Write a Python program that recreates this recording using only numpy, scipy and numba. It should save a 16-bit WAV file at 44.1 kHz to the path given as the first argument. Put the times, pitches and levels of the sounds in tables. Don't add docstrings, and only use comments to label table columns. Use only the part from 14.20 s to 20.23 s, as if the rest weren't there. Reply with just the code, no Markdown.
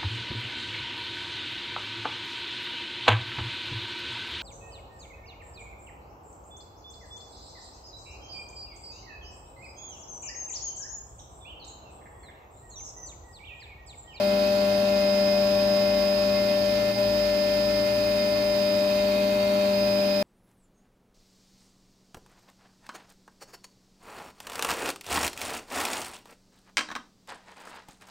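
import sys
import numpy as np
from scipy import signal
from scipy.fft import rfft, irfft
from scipy.io import wavfile
from scipy.ndimage import uniform_filter1d, map_coordinates
from numba import njit

SR = 44100
rng = np.random.default_rng(int(sys.argv[2]) if len(sys.argv) > 2 else 0)


def master(y):
    cut = np.clip(np.atleast_2d(y).T, -1, 1)
    pcm = np.round(cut * 32767)
    wavfile.write(sys.argv[1], SR, pcm.astype(np.int16))


def gain_from_db(level_db):
    decades = np.asarray(level_db, float) / 20
    return 10 ** decades


N = 265790
TIME = np.arange(N) / SR
COARSE = TIME[::64]
NOMINAL = 199
FOLLOW = .35


def wobble(rate):
    knots = rng.standard_normal(int(N * 40 / SR) + 4)
    return map_coordinates(knots, [COARSE * min(rate, 39)])


def step(at_s, rise_s):
    return .5 + .5 * np.tanh((COARSE - at_s) / rise_s)


def coarse(rows):
    s, *cols = np.transpose(rows)
    return [np.interp(COARSE, s, c) for c in cols]


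def turned(rate):
    return np.cumsum(np.interp(TIME, COARSE, rate)) / SR


@njit
def add(out, cycles, drift, left, right, lead):
    for i in range(len(cycles)):
        j = min(i // 64, len(drift) - 2)
        u = i / 64 - j
        phase = 2 * np.pi * cycles[i] + drift[j] + u * (drift[j + 1] - drift[j])
        out[0, i] += (left[j] + u * (left[j + 1] - left[j])) * np.sin(phase + lead)
        out[1, i] += (right[j] + u * (right[j + 1] - right[j])) * np.sin(phase)


def tone(cycles, left_db, right_db, lead, sway_db, flutter_db, jitter):
    shared_db = sway_db * wobble(0.98) + flutter_db * wobble(np.clip(cycles[-1] / 140, 4, 24))
    drift = jitter * wobble(np.clip(cycles[-1] / 90, 5, 25)) + 2 * np.pi * rng.random()
    left, right = [np.sqrt(2) * gain_from_db(db + shared_db + .5 * sway_db * wobble(0.77))
                   for db in (left_db, right_db)]
    out = np.zeros((2, N))
    add(out, cycles, drift, left, right, float(lead))
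    return out


# time_s, speed_turns_per_s
SPEED = [(0, 199.15), (.55, 199.07), (1.15, 198.67), (1.85, 198.7), (2.4, 198.41), (2.72, 198.29),
         (3.15, 198.36), (3.55, 198.57), (3.85, 199.06), (4.0, 199.09), (4.3, 198.97), (4.9, 199.48),
         (5.3, 199.74), (5.45, 199.63), (5.62, 199.28), (5.77, 199.17), (5.9, 198.78), (6.03, 198.5)]
# time_s, flute_tone_db, depth (0-1, in the blank)
CUT = [
    (0, -23.4, 0.08),
    (1.7, -23, .05),
    (1.9, -24, .15),
    (2.6, -24.5, 0.69),
    (3.0, -24.5, .95),
    (4.1, -24.9, 1),
    (4.6, -24, 0.81),
    (5.7, -24, 0),
    (6.03, -25, .2),
]
DIP_S, DIP_HALF_S, DIP_DB = 2.75, .04, -10.5
SWELL_S, SWELL_HALF_S, SWELL_DB = 2.81, .03, 2


def motion():
    flute_db, depth = coarse(CUT)
    run_up, run_up_s, settle_s = 1.05, .009, .16
    since = np.maximum(COARSE - DIP_S - DIP_HALF_S, 0)
    gained = run_up * step(DIP_S + run_up_s, 2 * run_up_s) * np.exp(-(since / settle_s) ** 1.5)
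    dip = np.maximum(1 - abs(COARSE - DIP_S) / DIP_HALF_S, 0)
    swell_after = np.exp(-((COARSE - SWELL_S) / SWELL_HALF_S) ** 2)
    return coarse(SPEED)[0] + gained, flute_db + DIP_DB * dip + SWELL_DB * swell_after, depth


def following(flute_db):
    return FOLLOW * (flute_db - flute_db.mean())


# pitch_hz, likeness (0-1)
ALIKE = [(60, .99), (300, 0.95), (480, 1), (1000, 0.13), (5000, 0.82), (14000, 0.22)]
# pitch_hz, lead_rad
LEAD = [(0, -0.57), (900, 0), (2000, 17), (3000, 21.5), (4400, 34), (6300, 39), (10000, 27), (15500, 41)]


def rush(table, patchy_db):
    z = signal.stft(rng.standard_normal((2, N + 1024)), nperseg=1024)[2]
    field = uniform_filter1d(rng.standard_normal(z.shape[1:]), size=4, axis=0)
    field = uniform_filter1d(field, size=12, axis=1)
    patchy = signal.istft(z * gain_from_db(patchy_db * field / field.std()), nperseg=1024)[1]
    a, b = rfft(patchy[:, :N + 1024])
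    hz = np.fft.rfftfreq(N + 1024, 1 / SR)
    log_hz = np.log(hz + 1)
    f, left_db, right_db = np.transpose(table)
    colour = [gain_from_db(np.interp(log_hz, np.log(f), db, -150, -150)) for db in (left_db, right_db)]
    alike_hz, likeness = np.transpose(ALIKE)
    alike = np.clip(np.interp(log_hz, np.log(alike_hz), likeness), 0, 1)
    left = alike * a + np.sqrt(1 - alike ** 2) * b
    left = left * np.exp(1j * np.interp(hz, *np.transpose(LEAD)))
    return np.sqrt(SR / 2) * irfft(np.array([left * colour[0], a * colour[1]]), N + 1024)[:, :N]


# pitch_hz, left_db_per_hz, right_db_per_hz
BENCH = [(25, -75, -86), (42, -74, -82), (81, -72, -71.5), (140, -72, -75), (178, -71, -68.5),
         (271, -61, -62), (326, -66.5, -67), (356, -72.5, -72), (516, -79.5, -73.5), (592, -72, -62.5),
         (674, -66, -78), (850, -76, -74), (1030, -72.5, -75.5), (1303, -78.5, -77.5)]
HOOD = [(1270, -74.5, -80), (1560, -78, -77), (2010, -79, -75), (2430, -78.5, -78.5), (2540, -64, -66),
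        (2510, -75, -86), (3080, -84.5, -70.5), (3580, -83, -79.5), (4530, -85, -67.5), (4530, -99, -67.5),
        (5040, -76.5, -75.5), (5780, -100.5, -79.5), (6740, -86, -86.5), (7750, -95, -83)]
CHIPS = [(7660, -91, -92), (8100, -99, -99), (8600, -85, -96), (8780, -101, -104), (9000, -85.5, -87),
         (10060, -90.5, -89.5), (10450, -108, -108), (11270, -83, -94), (11640, -100, -101),
         (12600, -90, -110), (13700, -84, -106), (14700, -77.5, -94), (15100, -89, -102),
         (15420, -101, -140)]


def cutting():
    chips = gain_from_db(.4 * (TIME - TIME.mean()))
    speed, flute_db, _ = motion()
    pulse = np.cos(2 * np.pi * turned(speed))
    knots = COARSE[::4]
    grit = gain_from_db(1.6 * np.interp(TIME, knots, rng.standard_normal(len(knots))))
    x = rush(BENCH, patchy_db=0.55)
    x += grit * (1 + 0.15 * pulse) * rush(HOOD, patchy_db=0.86)
    x += chips * (1 + 0.11 * pulse) * rush(CHIPS, patchy_db=1.0)
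    return x * gain_from_db(0.34 + np.interp(TIME, COARSE, following(flute_db)))


# multiple, left_db, right_db, left_lead_rad
STEPS = [(3, -58.4, -53.3, -1.6), (4, -62.7, -56.8, -1.5), (5, -63.2, -49.2, -1.1), (6, -68.1, -58.4, -2.4),
         (7, -77.0, -61.2, -2.2), (8, -82.2, -70.0, 0.7)]
# pitch_hz, level_db (right port)
COVER = [(4952, -50), (4968, -45), (4983, -38.5), (4997, -33.8), (5022, -35), (5050, -33), (5066, -36.5),
         (5078, -41)]


def drives():
    step_hz = 925.93
    x = np.zeros((2, N))
    for k, left, right, lead in STEPS:
        db = -6 * (k == 3)
        x += tone(round(k) * step_hz * TIME, left + db, right + db, lead,
                  sway_db=1.3, flutter_db=4.5, jitter=0.45)
    speed, _, depth = motion()
    hz = 5022 - 84.5 * (speed - NOMINAL) - 11 * np.clip(depth, 0, 1)
    muffled_db = -4.5 * (1 - step(.76, 0.077))
    db = np.interp(hz, *np.transpose(COVER)) + muffled_db
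    return x + tone(turned(hz), db - 16, db + .2, -1.2, sway_db=.3, flutter_db=.9, jitter=.3)


def bursts(rows, rest_db, edge_s):
    mean_db = np.mean(rows, axis=0)[2]
    level_db = rest_db
    for s, length, db in rows:
        level_db = level_db + (db - mean_db - rest_db) * (step(s, edge_s) - step(s + length, edge_s))
    return level_db


# order, left_db, right_db, left_lead_rad
BEARING = [(0.28, -49.1, -49.1, -0.2), (0.5, -48.6, -49.4, -0.2), (0.56, -48.2, -49.1, -0.2),
           (0.84, -66.4, -63.2, -0.1), (1.12, -49.1, -47.2, -0.2), (1.2, -52.2, -49.1, -0.3),
           (1.5, -43.1, -46.6, -0.1), (2.55, -57.3, -52.7, 0.5), (4.16, -59.1, -55.2, 0.4),
           (4.58, -55.6, -56.2, -1.0), (9.81, -60.2, -59.0, 2.9), (10.56, -46.7, -48.5, -0.9),
           (18.87, -54.9, -46.9, -0.1), (21.13, -59.7, -50.3, 2.8), (31.7, -62.0, -61.0, 0.7),
           (42.24, -62.5, -65.7, -0.2), (69.45, -62.1, -74.3, 2.5)]
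# order, left_db, right_db, left_lead_rad
SIDEBANDS = [(-3, -61, -51.5, 1.3), (3, -51.3, -55.3, .45), (5, -57.5, -53.5, .5), (6, -58, -58.5, 1.8),
             (7, -53, -55, 2.5), (11, -86, -74, 1), (12, -51, -52, 0.53), (13, -69, -51, 1.2),
             (15, -59, -62, -1), (16, -78, -62.5, -2)]
# start_s, length_s, level_db
SINGS = [(0.019, 0.164, -50), (0.392, 0.189, -51), (0.691, 0.49, -48), (1.406, 0.042, -54),
         (1.526, 0.34, -49), (2.088, 0.26, -48), (2.453, 0.39, -49), (2.946, 0.48, -49), (3.473, 0.26, -48),
         (3.84, 0.52, -50), (4.417, 0.187, -50), (4.73, 0.78, -51), (5.556, 0.166, -51),
         (5.808, 0.094, -53), (5.959, 0.054, -52)]
# start_s, length_s, level_db
GRIPS = [(0.024, 0.29, -47), (0.375, 0.29, -47), (0.712, 0.187, -48), (1.008, 0.062, -49),
         (1.135, 0.37, -45), (1.654, 0.24, -44), (1.952, 0.31, -45), (2.377, 0.27, -47), (2.834, 0.34, -43),
         (3.243, 0.39, -46), (3.769, 0.27, -46), (4.107, 0.27, -47), (4.789, 0.52, -48),
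         (5.579, 0.118, -47), (5.949, 0.06, -47)]


def bearings():
    speed, flute_db, depth = motion()
    after_dip = step(DIP_S, 0.048)
    share = .55 + (.58 - .55) * after_dip
    low_db = 4.8 - 4.5 * after_dip - 3.5 * depth
    turns, cage = turned(speed), turned(speed * share)
    swell = {
        .28: 1.5 + bursts(GRIPS, -8, 0.032),
        .56: 3 * depth - 2.5 + 2.7 * wobble(5.5),
        10.56: 0.52 + bursts(SINGS, -8, 0.041),
        4.58: 1.3 * (COARSE - COARSE.mean())}
    x = np.zeros((2, N))
    for k, left, right, lead in BEARING:
        db = swell.get(k, 0) - 8 * (k == .5)
        x += tone(k * turns, left + db, right + db, lead, sway_db=1.03 * (k not in swell),
                  flutter_db=1.5, jitter=0.35 if k in (1.5, 10.56) else 0.68)
    x += tone(12.85 * turns, -53, -57, .3, sway_db=.8, flutter_db=3.5, jitter=1.6)
    for k, left, right, lead in SIDEBANDS:
        near = np.clip(2.5 - abs(k) * .4, 0, 1 if k > 0 else .65)
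        db = low_db * near + following(flute_db)
        cycles = round(abs(k)) * turns + np.sign(k) * cage
        x += tone(cycles, left + db, right + db, lead, sway_db=1.62, flutter_db=3, jitter=0.55)
    return x


# order, left_db, right_db
UPPER = [(25, -73, -59), (29.8, -77, -68.5), (38, -78, -70.5), (44, -76, -78), (49.4, -71, -78),
         (61, -84, -73), (73, -63, -86), (77, -72, -83)]
RINGING = {28: (-67.8, -59.1), 36: (-72.9, -62.6), 45: (-67.2, -72.8), 48: (-66.6, -65.4),
           51: (-56.3, -61.9), 69: (-59.1, -76), 71: (-63.9, -73.5), 72: (-54.6, -70.9), 73: (-61.6, -73),
           74: (-58.9, -74), 75: (-61.8, -72.3)}


def upper():
    k = np.arange(25, 78)
    order, *sides = np.transpose(UPPER)
    struck_db = 3.5 * (k % 3 == 0)
    db = [np.interp(k, order, side) + struck_db + 4.5 * rng.standard_normal(len(k)) for side in sides]
    return [(n, *RINGING.get(n, (left, right))) for n, left, right in zip(k, *db)]


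# order, left_db, right_db, left_lead_rad
SHAFT = [(1, -34.0, -34.4, -0.2), (2, -44.2, -38.8, -0.6), (3, -21.8, -26.9, 0.0), (4, -42.0, -52.4, 0.4),
         (5, -42.1, -48.1, -2.2), (6, -58.7, -57.5, 2.4), (7, -49.8, -52.3, -0.6), (8, -60.9, -50.8, -1.8),
         (9, -53.6, -47.7, -0.4), (10, -63.8, -51.9, -2.4), (11, -59.1, -56.2, 2.2),
         (12, -49.9, -58.3, -0.3), (13, -60.3, -56.5, 0.9), (14, -57.8, -51.8, -2.8),
         (15, -50.0, -49.2, -2.9), (16, -65.0, -53.1, 1.2), (17, -60.8, -58.5, -3.0),
         (18, -63.9, -50.8, -3.0), (19, -64.7, -59.2, 0.7), (20, -75.4, -54.3, 1.2),
         (21, -61.3, -54.3, -0.6), (22, -65.9, -49.6, -1.7), (23, -66.1, -46.0, 0.9),
         (24, -67.8, -54.7, -2.6)]
# level_db, full_depth_db, speed_db_per_turn_per_s, travel_db_per_s
PANEL = [
    (1.5, -3.3, 0, 0),
    (.6, -1.2, 2.8, 0),
    (-5.8, 0, 0, 1.9),
    (-2.8, 3.8, -6, 0),
]


def spindle():
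    speed, flute_db, depth = motion()
    turns, fast = turned(speed), speed - NOMINAL
    travel = np.minimum(COARSE, 4.4)
    shaft_db = -32.5 - 4 * depth
    balance_db = 5.5 - .9 * fast - .08 * COARSE - 5
    levels = [db + deep * depth + quick * fast + far * travel for db, deep, quick, far in PANEL]
    panel = dict(zip((4, 5, 12, 23), levels))
    panel.update({2: .6 * panel[5], 4: panel[4] - .42 * panel[12] - 1.3, 8: 2 * panel[4],
                  7: -.45 * panel[12] - 1.2, 9: .7 * panel[23], 22: 5 * fast - 1})
    x = tone(3 * turns, flute_db + 2.3 + .4 * balance_db, flute_db - 2.7 - .6 * balance_db, 0.,
             sway_db=0, flutter_db=.3, jitter=.03)
    x += tone(turns, shaft_db + 0.27, shaft_db - .3, -0.17, sway_db=0.33, flutter_db=0.77, jitter=0.064)
    for k, left, right, lead in SHAFT[1:2] + SHAFT[3:]:
        db = 0.067 + panel.get(k, 0) + following(flute_db)
        x += tone(k * turns, left + db, right + db, lead,
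                  sway_db=0.69 * (k not in panel), flutter_db=0.35, jitter=0.11)
    for k, left, right in upper():
        x += tone(round(k) * turns, left - .7, right - .7, np.pi + rng.normal(0, 1.43),
                  sway_db=1.2 if k in RINGING else 2.4, flutter_db=1.5, jitter=0.18)
    return x


def short_pulse():
    at_s, half_s = 2.777, .02
    pulse = gain_from_db(-38) * np.exp(-((TIME - at_s) / half_s) ** 2) * np.sin(2 * np.pi * 818 * TIME)
    return pulse * gain_from_db([[3], [-6]])


def scene():
    return cutting() + drives() + bearings() + short_pulse() + spindle()


def band_limit(x):
    return signal.sosfilt(signal.butter(12, 15500, fs=SR, output="sos"), x)


def record(dry):
    hz = np.fft.rfftfreq(N, 1 / SR)
    roll_off = gain_from_db(-10 * np.clip((hz - 15150) / 60, 0, 1))
    heard = irfft(rfft(dry) * roll_off, N)
    return band_limit(heard)


dry = scene()
out = record(dry)
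master(out)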